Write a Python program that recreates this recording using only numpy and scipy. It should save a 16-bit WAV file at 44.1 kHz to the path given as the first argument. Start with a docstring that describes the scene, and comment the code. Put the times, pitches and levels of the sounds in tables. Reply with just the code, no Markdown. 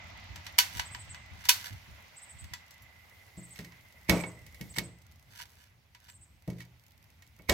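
"""A jammed pistol slide is forced by hand at an outdoor range, in light wind and a fading distant wash.
Held up, it slams twice: noise cracks with ringing steel modes; a bird chirps in short runs of arched tones.
The muzzle is then set on a wooden table and shoved down: filtered thuds, board modes and a rattling tail.
It is lifted, set down again and shoved once more at the end, with far less boom. Clicks, scrapes of tiny
slips and faint handling ticks run between; the wind is low noise with early puffs on the microphone."""
import sys
import numpy as np
from scipy import signal
from scipy.fft import rfft, irfft, next_fast_len
from scipy.io import wavfile
from scipy.ndimage import uniform_filter1d

SR = 44100
rng = np.random.default_rng(int(sys.argv[2]) if len(sys.argv) > 2 else 0)


def unload_wav(signal):
    """Save mono or channel-first audio to the path in sys.argv[1] as 16-bit WAV at rate SR, clipped to [-1, 1]."""
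    wavfile.write(
        sys.argv[1],
        SR,
        np.round(np.clip(np.atleast_2d(signal).T, -1, 1) * 32767).astype(np.int16),
    )


N = 332293

# body weight drives the slide against the table:
# start_s, level_db, boards_boom_db, hardness_db_per_octave, left_minus_right_db
SHOVES = [(4.0898, -16.5, 0.5, 0.8, -4), (7.49, -16.5, -14, 1.5, 2.5)]
# ring of slide and barrel: mode_hz, level_db, t60_s
STEEL_MODES = [(970.4, 1.5, 0.1), (1390, -6, 0.074), (1523, -5, 0.14), (1963, -6.5, 0.12), (2535, 0, 0.09),
               (2862, 3.5, 0.05), (3010, 3, 0.081), (3437, 0.5, 0.08), (3660, -4.5, 0.09),
               (4410, -3.5, 0.12), (4700, -3.5, 0.08), (5740, -2, 0.13), (6230, -2, 0.031),
               (7300, -5, 0.16), (10260, -9, 0.073), (11300, -10, 0.12), (11900, -7.5, 0.056)]
# spectrum of a steel contact: freq_hz, density_db_per_hz
CRACK_SPECTRUM = [(100, -39), (500, -26.5), (780, -12), (960, -6.5), (1150, -10), (1500, -6.5), (2000, -3),
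                  (2900, -2.5), (4000, -2.5), (5600, -2.5), (8000, -8), (10000, -11.5), (12500, -6),
                  (16000, -13)]
LEFT_LEAD_SAMPLES = 21  # the held-up gun is nearer the left port


def slams():
    """The barrel is picked up with a short tick, then the slide stops against the frame."""
    # start_s, level_db, tilt_db_per_octave, first_touch_lead_s, first_touch_relative_db
    slam_rows = [(0.586, -8, 0.63, .0038, -8), (1.4912, -6.5, 1.5, 0.004, -7)]
    out = np.zeros((2, N))
    for start_s, level_db, tilt_db_oct, lead_s, touch_db in slam_rows:
        touch = contact(1, tilt_db_oct - .5, crack_s=.002, near_db=-16.0, near_t60_s=.05,
                        far_db=-34.0, steel_db=-10.5)
        left_right_db = np.array([[6], [-1]])
        add(out, start_s - lead_s, amp(level_db + touch_db + left_right_db) * touch)
        stop = contact(0.93, tilt_db_oct, crack_s=0.003, near_db=-15.5, near_t60_s=0.15,
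                       far_db=-27.0, steel_db=-8.5)
        stop = amp(level_db + 4) * stop
        add(out, start_s, stop)
        add(out, start_s + 0.012, amp(-14.5) * stop[::-1])  # echo off the ground, sides swapped
    return out


def clicks():
    """Steel parts catch and let go, and each shove ends with the slide on its stop."""
    # start_s, level_db, brightness_db_per_octave
    click_rows = [(0.3586, -28, -1.9), (0.4654, -25.5, -2), (0.7698, -26.5, 1), (0.7951, -13, -3.5),
                  (0.947, -24, -4.5), (1.1452, -29.5, -4.4), (1.4525, -23, 0), (2.4411, -36, 0),
                  (2.5354, -22, -2), (2.7076, -37, 3.5), (2.8202, -37.5, 15), (3.5578, -35, -3),
                  (3.5893, -26.5, -2.3), (3.646, -32, -0.5), (3.7207, -38.5, -4.5), (4.2367, -21.5, -9.5),
                  (4.464, -35, 2), (4.5448, -34.5, 2), (4.6108, -26.5, 1), (4.762, -24.5, -4.5),
                  (4.7836, -15, -1), (5.3737, -36.5, 4), (5.3996, -29, -5), (5.948, -37, -3.5),
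                  (6.0853, -40.5, -7.5), (6.4762, -36, 2.8), (6.5001, -33.5, 0.2), (6.6039, -29.5, -3),
                  (7.222, -39, -1), (7.394, -45.5, -14)]
    pan_pressed_db, pan_held_db = 0.5, 2.5  # left minus right
    stop_delay_s, stop_db, stop_tilt_db_oct = 0.0053, 12, -0.9
    out = np.zeros((2, N))
    for start_s, level_db, tilt_db_oct in click_rows:
        pan_db = by_pose(start_s, pan_pressed_db, pan_held_db)
        add(out, start_s, click(start_s, level_db, tilt_db_oct, pan_db))
    for start_s, level_db, _, _, pan_db in SHOVES:
        stop = click(start_s, level_db + stop_db, stop_tilt_db_oct, pan_db)
        add(out, start_s + stop_delay_s, stop)
    return out


def click(start_s, level_db, tilt_db_oct, pan_db):
    """One steel contact; with the muzzle down, the barrel clanks louder and higher."""
    # barrel pressed on wood, before pitch scaling: mode_hz, level_db, t60_s
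    barrel_modes = [(1830, 0, 0.06), (2134, -2, 0.13), (2520, -10.5, 0.059)]
    t = np.arange(SR // 2) / SR
    raised = by_pose(start_s, 0, 0.98)
    tick = contact(raised, tilt_db_oct, crack_s=0.0025, near_db=-16.5, near_t60_s=.13,
                   far_db=-26, steel_db=-10.5)
    tick = amp(2.3 * raised - 6.5) * tick
    pitch = by_pose(start_s, 1.04, 0.92)  # pressure raises the ring
    barrel = [(hz * pitch, mode_db, t60_s) for hz, mode_db, t60_s in barrel_modes]
    clank_db = by_pose(start_s, -14, -19.5) - 0.5 * tilt_db_oct  # dull clicks stir the barrel more
    clank = amp(clank_db) * ring(barrel, t, 0, 2000, spread_rad=0.74, scatter_db=3)
    clank = clank * (1 - np.exp(-t / .001))
    return amp(level_db + pan_db * np.array([[.5], [-.5]])) * (tick + clank)


def contact(raised, tilt_db_oct, crack_s, near_db, near_t60_s, far_db, steel_db):
    """A hard crack, a ring of steel, and scatter from near things and far walls."""
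    t = np.arange(SR // 2) / SR
    lead = round(LEFT_LEAD_SAMPLES * raised)  # the table is straight ahead
    crack = colour(pair(len(t), 0.13, lead), CRACK_SPECTRUM, tilt_db_oct) * np.exp(-t / crack_s)
    near = colour(pair(len(t), 0.95, lead), CRACK_SPECTRUM, tilt_db_oct - .7)
    near = near * amp(near_db - 60 * t / near_t60_s)
    far = colour(pair(len(t), 0.069), CRACK_SPECTRUM, tilt_db_oct - 3.0) * amp(far_db - 60 * t / 0.38)
    steel = ring(STEEL_MODES, t, tilt_db_oct, 4000, spread_rad=0.82, scatter_db=3.0)
    steel = amp(steel_db - 11 * (1 - raised)) * steel  # pressure damps it
    return (crack + near + far + steel) * (1 - np.exp(-t / 0.0013))


def knocks():
    """Light touches knock once; a shove heaves the table, which knocks again as it rebounds."""
    # muzzle set down, shifted or lifted: start_s, level_db, boards_boom_db, hardness_db_per_octave
    knock_rows = [(3.37, -38.5, 5, -5), (3.588, -34, -1, -5.5), (4.606, -36, 1.5, -5),
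                  (4.775, -28, -1.5, -2.5), (4.843, -55, 9, -12), (6.475, -29, 5, -3.5),
                  (7.392, -44.5, -7, -1)]
    rebound_s, rebound_db, rebound_boom_db = 0.0275, 0, -1.5
    out = np.zeros((2, N))
    for start_s, level_db, boom_db, hard_db_oct in knock_rows:
        add(out, start_s, knock(level_db, boom_db, hard_db_oct, sway_db=-3))
    for start_s, level_db, boom_db, hard_db_oct, _ in SHOVES:
        add(out, start_s, knock(level_db, boom_db, hard_db_oct, sway_db=1.5))
        rebound = knock(level_db + rebound_db, boom_db + rebound_boom_db, hard_db_oct, sway_db=-12)
        add(out, start_s + rebound_s, rebound)
    return out


def knock(level_db, boom_db, hard_db_oct, sway_db):
    """The muzzle drives the table: a short thud, booming boards and one low heave of the frame."""
    # thud: freq_hz, density_db_per_hz
    thud_spectrum = [(25, -24), (55, -11), (110, 1), (180, 0.5), (330, -1), (620, -3.5), (800, -11.5),
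                     (980, -11), (1500, -21), (2200, -20.5), (3500, -31.5), (8000, -33.5), (16000, -59)]
    # ring of the table boards: mode_hz, level_db, t60_s
    board_modes = [(122, -5, 0.69), (173.9, 3, 0.43), (202.6, 0.5, 0.28), (287.6, -9.5, 0.41),
                   (333.8, -6.5, 0.35), (406, -21, 0.32), (446, -9.5, 0.057), (584, -24, 0.14),
                   (653, -11.5, 0.29)]
    t = np.arange(SR * 3 // 4) / SR
    rattle_db = -8.5 + 0.14 * (level_db + 24.0)  # a hard blow shakes more of the things on the table
    thud = colour(pair(len(t), 0.92), thud_spectrum, 0.9 * hard_db_oct, 250)
    thud_and_rattle = thud * (amp(-5.0 - 60 * t / 0.12) + amp(rattle_db - 60 * t / 0.5))
    boards = amp(boom_db) * ring(board_modes, t, hard_db_oct, 250, spread_rad=0.32, scatter_db=1.0)
    sway = amp(sway_db - 60 * t / 0.15) * np.sin(2 * np.pi * 63 * t)
    return amp(level_db - 6.0) * (thud_and_rattle + boards + sway) * (1 - np.exp(-t / 0.0036))


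def scrapes():
    """Sliding contact: a swarm of tiny slips that swells, lets go, and sets the steel ringing."""
    # steel and skin sliding: peak_s, level_db, swell_s
    scrape_rows = [(.47, -50, 0.023), (.79, -42, 0.058), (1.47, -51, 0.055), (1.67, -43, 0.08),
                   (3.6, -53, 0.054), (4.787, -31, 0.015), (5.33, -59, 0.013), (5.415, -43.5, 0.037),
                   (5.631, -61.5, 0.078), (6.1, -57.5, 0.049), (6.609, -53.5, 0.038), (7.13, -74.5, .17)]
    grind_s, grind_db, grind_swell_s = 0.0078, -10.5, 0.004  # on the way to the stop
    creep_s, creep_db, creep_swell_s = 0.11, -27, 0.043  # the slide creeps on a little
    fade_share = 0.5  # a scrape lets go faster than it swells
    t = np.arange(N) / SR

    grinds = [(s + grind_s, db + grind_db, grind_swell_s) for s, db, *_ in SHOVES]
    creeps = [(s + creep_s, db + creep_db, creep_swell_s) for s, db, *_ in SHOVES]
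    peak_s, level_db, swell_s = np.transpose(scrape_rows + grinds + creeps)[:, :, None]
    distance = np.maximum((peak_s - t) / swell_s, (t - peak_s) / (fade_share * swell_s))
    force = amp(level_db) * np.exp(-np.minimum(distance, 20))
    force[-len(SHOVES):] *= t > np.array(SHOVES)[:, :1]  # creeping starts only once the shove has landed

    slip_db = 2.0 * np.minimum(rng.exponential(1, N), 4)
    slips = (rng.random(N) < 600 / SR) * amp(slip_db)  # 600 per second
    slip_envelope = signal.lfilter([1], [1, -np.exp(-1 / (0.0014 * SR))], slips)
    grit = pair(N, .6, LEFT_LEAD_SAMPLES) * unit(0.13 + slip_envelope)

    steel_ring = ring(STEEL_MODES, t[:SR // 8], -1.5, 4000, spread_rad=0.73, scatter_db=2)
    steel = unit(signal.oaconvolve(grit, steel_ring, axes=1)[:, :N])
    rub = colour(grit, CRACK_SPECTRUM, tilt_db_oct=-1.0) + amp(by_pose(t, -20, -8)) * steel
    pressed_chatter = amp(-7.5) * band(grit, 2010, width_hz=640)
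    held_chatter = amp(-9) * band(grit, 1610, width_hz=640)
    chatter = by_pose(t, pressed_chatter, held_chatter)  # of the barrel
    shove_force = force[len(scrape_rows):].sum(0)
    squeal = amp(2.5) * shove_force * band(grit, 2230, width_hz=390)  # barrel under load
    return force.sum(0) * (rub + chatter) + squeal


def fidget():
    """The hands shift on the gun all the time: faint scattered ticks."""
    t = np.arange(SR // 30) / SR
    touch_db = 1.2 * np.minimum(rng.exponential(1, N), 3)
    touches = (rng.random(N) < 12 / SR) * amp(touch_db)  # 12 per second
    decay = np.exp(-t / 0.0016) + 0.11 * np.exp(-t / .012)
    force = signal.oaconvolve(touches, decay)[:N]
    return amp(-56.5) * force * colour(pair(N, 0.33, LEFT_LEAD_SAMPLES), CRACK_SPECTRUM, tilt_db_oct=3.0)


def bird():
    """Thin arched notes with a buzzy trill and a dropping end, smeared by echoes from the walls."""
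    song, chirps = np.zeros((2, N)), notes()
    variations = rng.uniform(0.93, 1.15, (len(chirps), 3))
    for (start_s, level_db, reference_hz), (stretch, speed, droop) in zip(chirps, variations):
        t = np.arange(round(0.043 * stretch * SR)) / SR
        u = t / t[-1]
        drop_hz = 1300 * abs(2 * u - 1) ** 3 + 600 * (droop * u) ** 5  # arch and falling end
        trill_hz = 480 * np.sin(2 * np.pi * speed * 330 * t)
        hz = reference_hz - 420 - drop_hz + trill_hz - 900 * (stretch - 1)  # long notes sit lower
        tone = np.sin(np.pi * u) * np.sin(2 * np.pi * np.cumsum(hz) / SR)
        add(song, start_s, amp(level_db - 2.5) * tone[None])
    t = np.arange(SR // 2) / SR
    echoes = pair(len(t), 0.71) * (np.exp(-t / 0.0038) + amp(-20.5 - 60 * t / .5))
    return signal.fftconvolve(song, echoes / np.linalg.norm(echoes[0]), axes=1)[:, :N]


def notes():
    """Each run starts softly, rises and sinks in pitch and slows down: start_s, level_db, reference_hz."""
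    # runs of notes: start_s, first_gap_s, level_db, note_count
    song_rows = [(.845, 0.0605, -43.5, 4), (2.156, 0.056, -44.5, 4), (3.364, 0.058, -45.5, 3),
                 (4.143, 0.049, -43, 3), (4.689, 0.06, -45.5, 3), (6.08, 0.054, -51.5, 3)]
    # first to fourth note, before the bird's offsets: reference_hz
    note_references_hz = [8460, 8690, 8635, 8540]
    slowing = 1.31  # ratio of each gap to the last
    first_note_db = -2
    rows = []
    for start_s, gap_s, level_db, count in song_rows:
        for k, reference_hz in enumerate(note_references_hz[:round(count)]):
            note_s = start_s + gap_s * (slowing ** k - 1) / (slowing - 1)
            rows.append((note_s, level_db + first_note_db * (k == 0), reference_hz))
    return rows


def air():
    """A distant wash that dies away, a fine hiss and a narrow whir; all drift in patches."""
    # distant wash: freq_hz, density_db_per_hz
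    wash_spectrum = [(100, -6.5), (220, -6.5), (320, -17), (420, -20), (600, -5.5), (850, -3.5),
                     (1250, -6.5), (1750, -5.5), (2200, -2), (3000, -7.5), (5800, -15.5), (7200, -20.5),
                     (9000, -44), (16000, -55.5)]
    # fine hiss: freq_hz, density_db_per_hz
    hiss_spectrum = [(100, -11.5), (600, 5.5), (1400, -8.5), (2500, -6), (5000, -4.5), (9000, -9.5),
                     (13000, -3.5), (16000, -8.5)]
    # levels over time, before trims: time_s, level_db
    wash_curve = [(0.0, -53), (1.64, -57.5), (1.76, -57), (3.07, -63.5), (4.4, -64.5), (5.79, -72),
                  (7.45, -70)]
    hiss_curve = [(0.0, -84.5), (0.77, -71), (1.2, -83), (1.62, -71.5), (2.8, -78.5), (3.19, -71.5),
                  (4.48, -75), (4.67, -66.5), (4.88, -84.5), (5.52, -73), (5.66, -82), (7.45, -79)]
    whir_curve = [(0.0, -60), (1.62, -60.5), (1.82, -65.5), (4.48, -63.5), (5.89, -85.5), (7.45, -77)]
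    wash = amp(1.0) * level(wash_curve) * colour(pair(N, 0.073), wash_spectrum)
    hiss = amp(6.0) * level(hiss_curve) * colour(pair(N, 0.6), hiss_spectrum)
    whir = amp(0.5) * level(whir_curve) * band(pair(N, 0.5), 2030, width_hz=150)
    left_minus_right_db = -2.5
    panned = (wash + hiss + whir) * amp(np.array([[.5], [-.5]]) * left_minus_right_db)
    z = signal.stft(panned, nperseg=512)[2]
    patches = uniform_filter1d(rng.standard_normal(z.shape[1:]), size=24, axis=0)  # over frequency
    patches = unit(uniform_filter1d(patches, size=5, axis=1))  # over time
    return signal.istft(z * amp(1.4 * patches), nperseg=512)[1][:, :N]


def wind():
    """Low, lumpy rumble with short puffs across the ports."""
    # rumble: freq_hz, density_db_per_hz
    wind_spectrum = [(20, -29.5), (40, -15), (65, -1), (95, 1), (140, -10), (220, -17.5), (350, -27),
                     (900, -60)]
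    # wind strength before trim: time_s, level_db
    gust_curve = [(0.0, -57), (1.82, -59.5), (2.12, -67.5), (3.98, -66), (4.21, -57), (5.83, -68.5),
                  (7.45, -64.5)]
    # strongest puffs on the microphone, before trim: start_s, level_db
    buffet_rows = [(0.287, -41), (0.744, -39), (1.077, -46.5), (1.296, -45.5), (1.701, -39), (1.869, -47.5),
                   (2.331, -48), (2.402, -40.5), (2.5, -46.5)]
    lumps = unit(uniform_filter1d(rng.standard_normal(N), size=SR // 12))
    out = colour(pair(N, 0.89), wind_spectrum) * level(gust_curve) * amp(3.5 + 1.8 * lumps)
    t = np.arange(SR // 6) / SR
    swell = t / .014 * np.exp(1 - t / 0.022)
    for start_s, level_db in buffet_rows:
        puff = unit(colour(pair(len(t), 0.31), wind_spectrum) * swell)
        add(out, start_s, amp(level_db - 10.0) * puff)
    return out


def by_pose(s, pressed, held):
    """Blends two values by where the gun is at time s: pressed on the table or held up."""
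    # gun position: time_s, raised (1 held up, 0 pressed)
    pose_curve = [(3, 1), (3.3, 0), (4.8, 0), (5.2, 1), (6.1, 1), (6.4, 0)]
    return pressed + (held - pressed) * np.interp(s, *np.transpose(pose_curve))


def ring(modes, t, tilt_db_oct, pivot_hz, spread_rad, scatter_db):
    """Dying modes; each blow weights them anew, the grip detunes them, each port hears its own phase."""
    hz, level_db, t60_s = np.transpose(modes)[:, :, None]
    hz = hz * (1 + .007 * rng.standard_normal(hz.shape))
    level_db = level_db + scatter_db * rng.standard_normal(hz.shape) + tilt_db_oct * np.log2(hz / pivot_hz)
    phase = np.pi * np.arange(len(hz))[:, None] + spread_rad * rng.standard_normal((2, len(hz), 1))
    weight = amp(level_db) / np.linalg.norm(amp(level_db))
    return (weight * amp(-60 * t / t60_s) * np.sin(2 * np.pi * hz * t + phase)).sum(1)


def pair(size, alike, lead=0):
    """White noise at two ports, partly shared, the left one leading by some samples."""
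    a, b = rng.standard_normal((2, size))
    alike = np.clip(alike, 0, 1)
    return np.array([a, alike * np.roll(a, lead) + np.sqrt(1 - alike ** 2) * b])


def colour(x, points, tilt_db_oct=0, pivot_hz=4000):
    """Shapes x by a tilted spectrum, the tilt held flat from two octaves under the pivot; rms 1."""
    size = next_fast_len(x.shape[-1])
    hz = np.fft.rfftfreq(size, 1 / SR)
    gain = amp(read(points, hz) + tilt_db_oct * np.log2(np.maximum(hz / pivot_hz, 1 / 4)))
    return unit(irfft(rfft(x, size) * gain, size)[..., :x.shape[-1]])


def band(x, hz, width_hz):
    """A resonance, width_hz wide per pass, applied twice for steep skirts; rms 1."""
    b, a = signal.iirpeak(hz, hz / width_hz, fs=SR)
    return unit(signal.lfilter(b, a, signal.lfilter(b, a, x)))


def read(points, hz):
    """Reads a spectrum on a log-frequency axis."""
    f, value = np.transpose(points)
    return np.interp(np.log(hz + 1), np.log(f), value)


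def level(curve):
    """Gain at every sample from a curve of time_s, level_db."""
    return amp(np.interp(np.arange(N) / SR, *np.transpose(curve)))


def amp(db):
    """Decibels to gain."""
    return 10 ** (np.asarray(db) / 20)


def unit(x):
    """Scales to rms 1."""
    return x / np.sqrt(np.mean(x ** 2) + 1e-20)


def add(mix, start_s, sound):
    """Lays a sound into the stereo mix at start_s, cut at the end of the mix."""
    part = mix[:, max(round(start_s * SR), 0):][:, :sound.shape[1]]
    part += sound[:, :part.shape[1]]


def scene():
    """The gun and table close by, the outdoors behind."""
    # stereo balance of the gun: freq_hz, left_minus_right_db
    balance_curve = [(100, -3.5), (500, 2), (1100, 1.5), (2200, -10), (4200, 0.5), (8000, 1.5),
                     (12000, -15), (16000, -12)]
    hz = np.fft.rfftfreq(N, 1 / SR)
    side = amp(np.outer([.5, -.5], read(balance_curve, hz)))
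    side = side / np.sqrt((side ** 2).mean(0))  # keeps the mean power of the two ports
    gun = irfft(rfft(slams() + clicks() + scrapes() + fidget()) * side, N)
    return gun + knocks() + bird() + air() + wind()


def record(dry):
    """The deepest rumble is cut and peaks are rounded off; then the band limit."""
    thin = signal.sosfilt(signal.butter(3, 42, "high", fs=SR, output="sos"), dry)
    held = thin / (1 + (thin / .95) ** 6) ** (1 / 6)
    lowpass = signal.firwin(255, 16050, window=("kaiser", 9), fs=SR)
    return signal.oaconvolve(held, lowpass[None], "same")


dry = scene()
out = record(dry)
unload_wav(out)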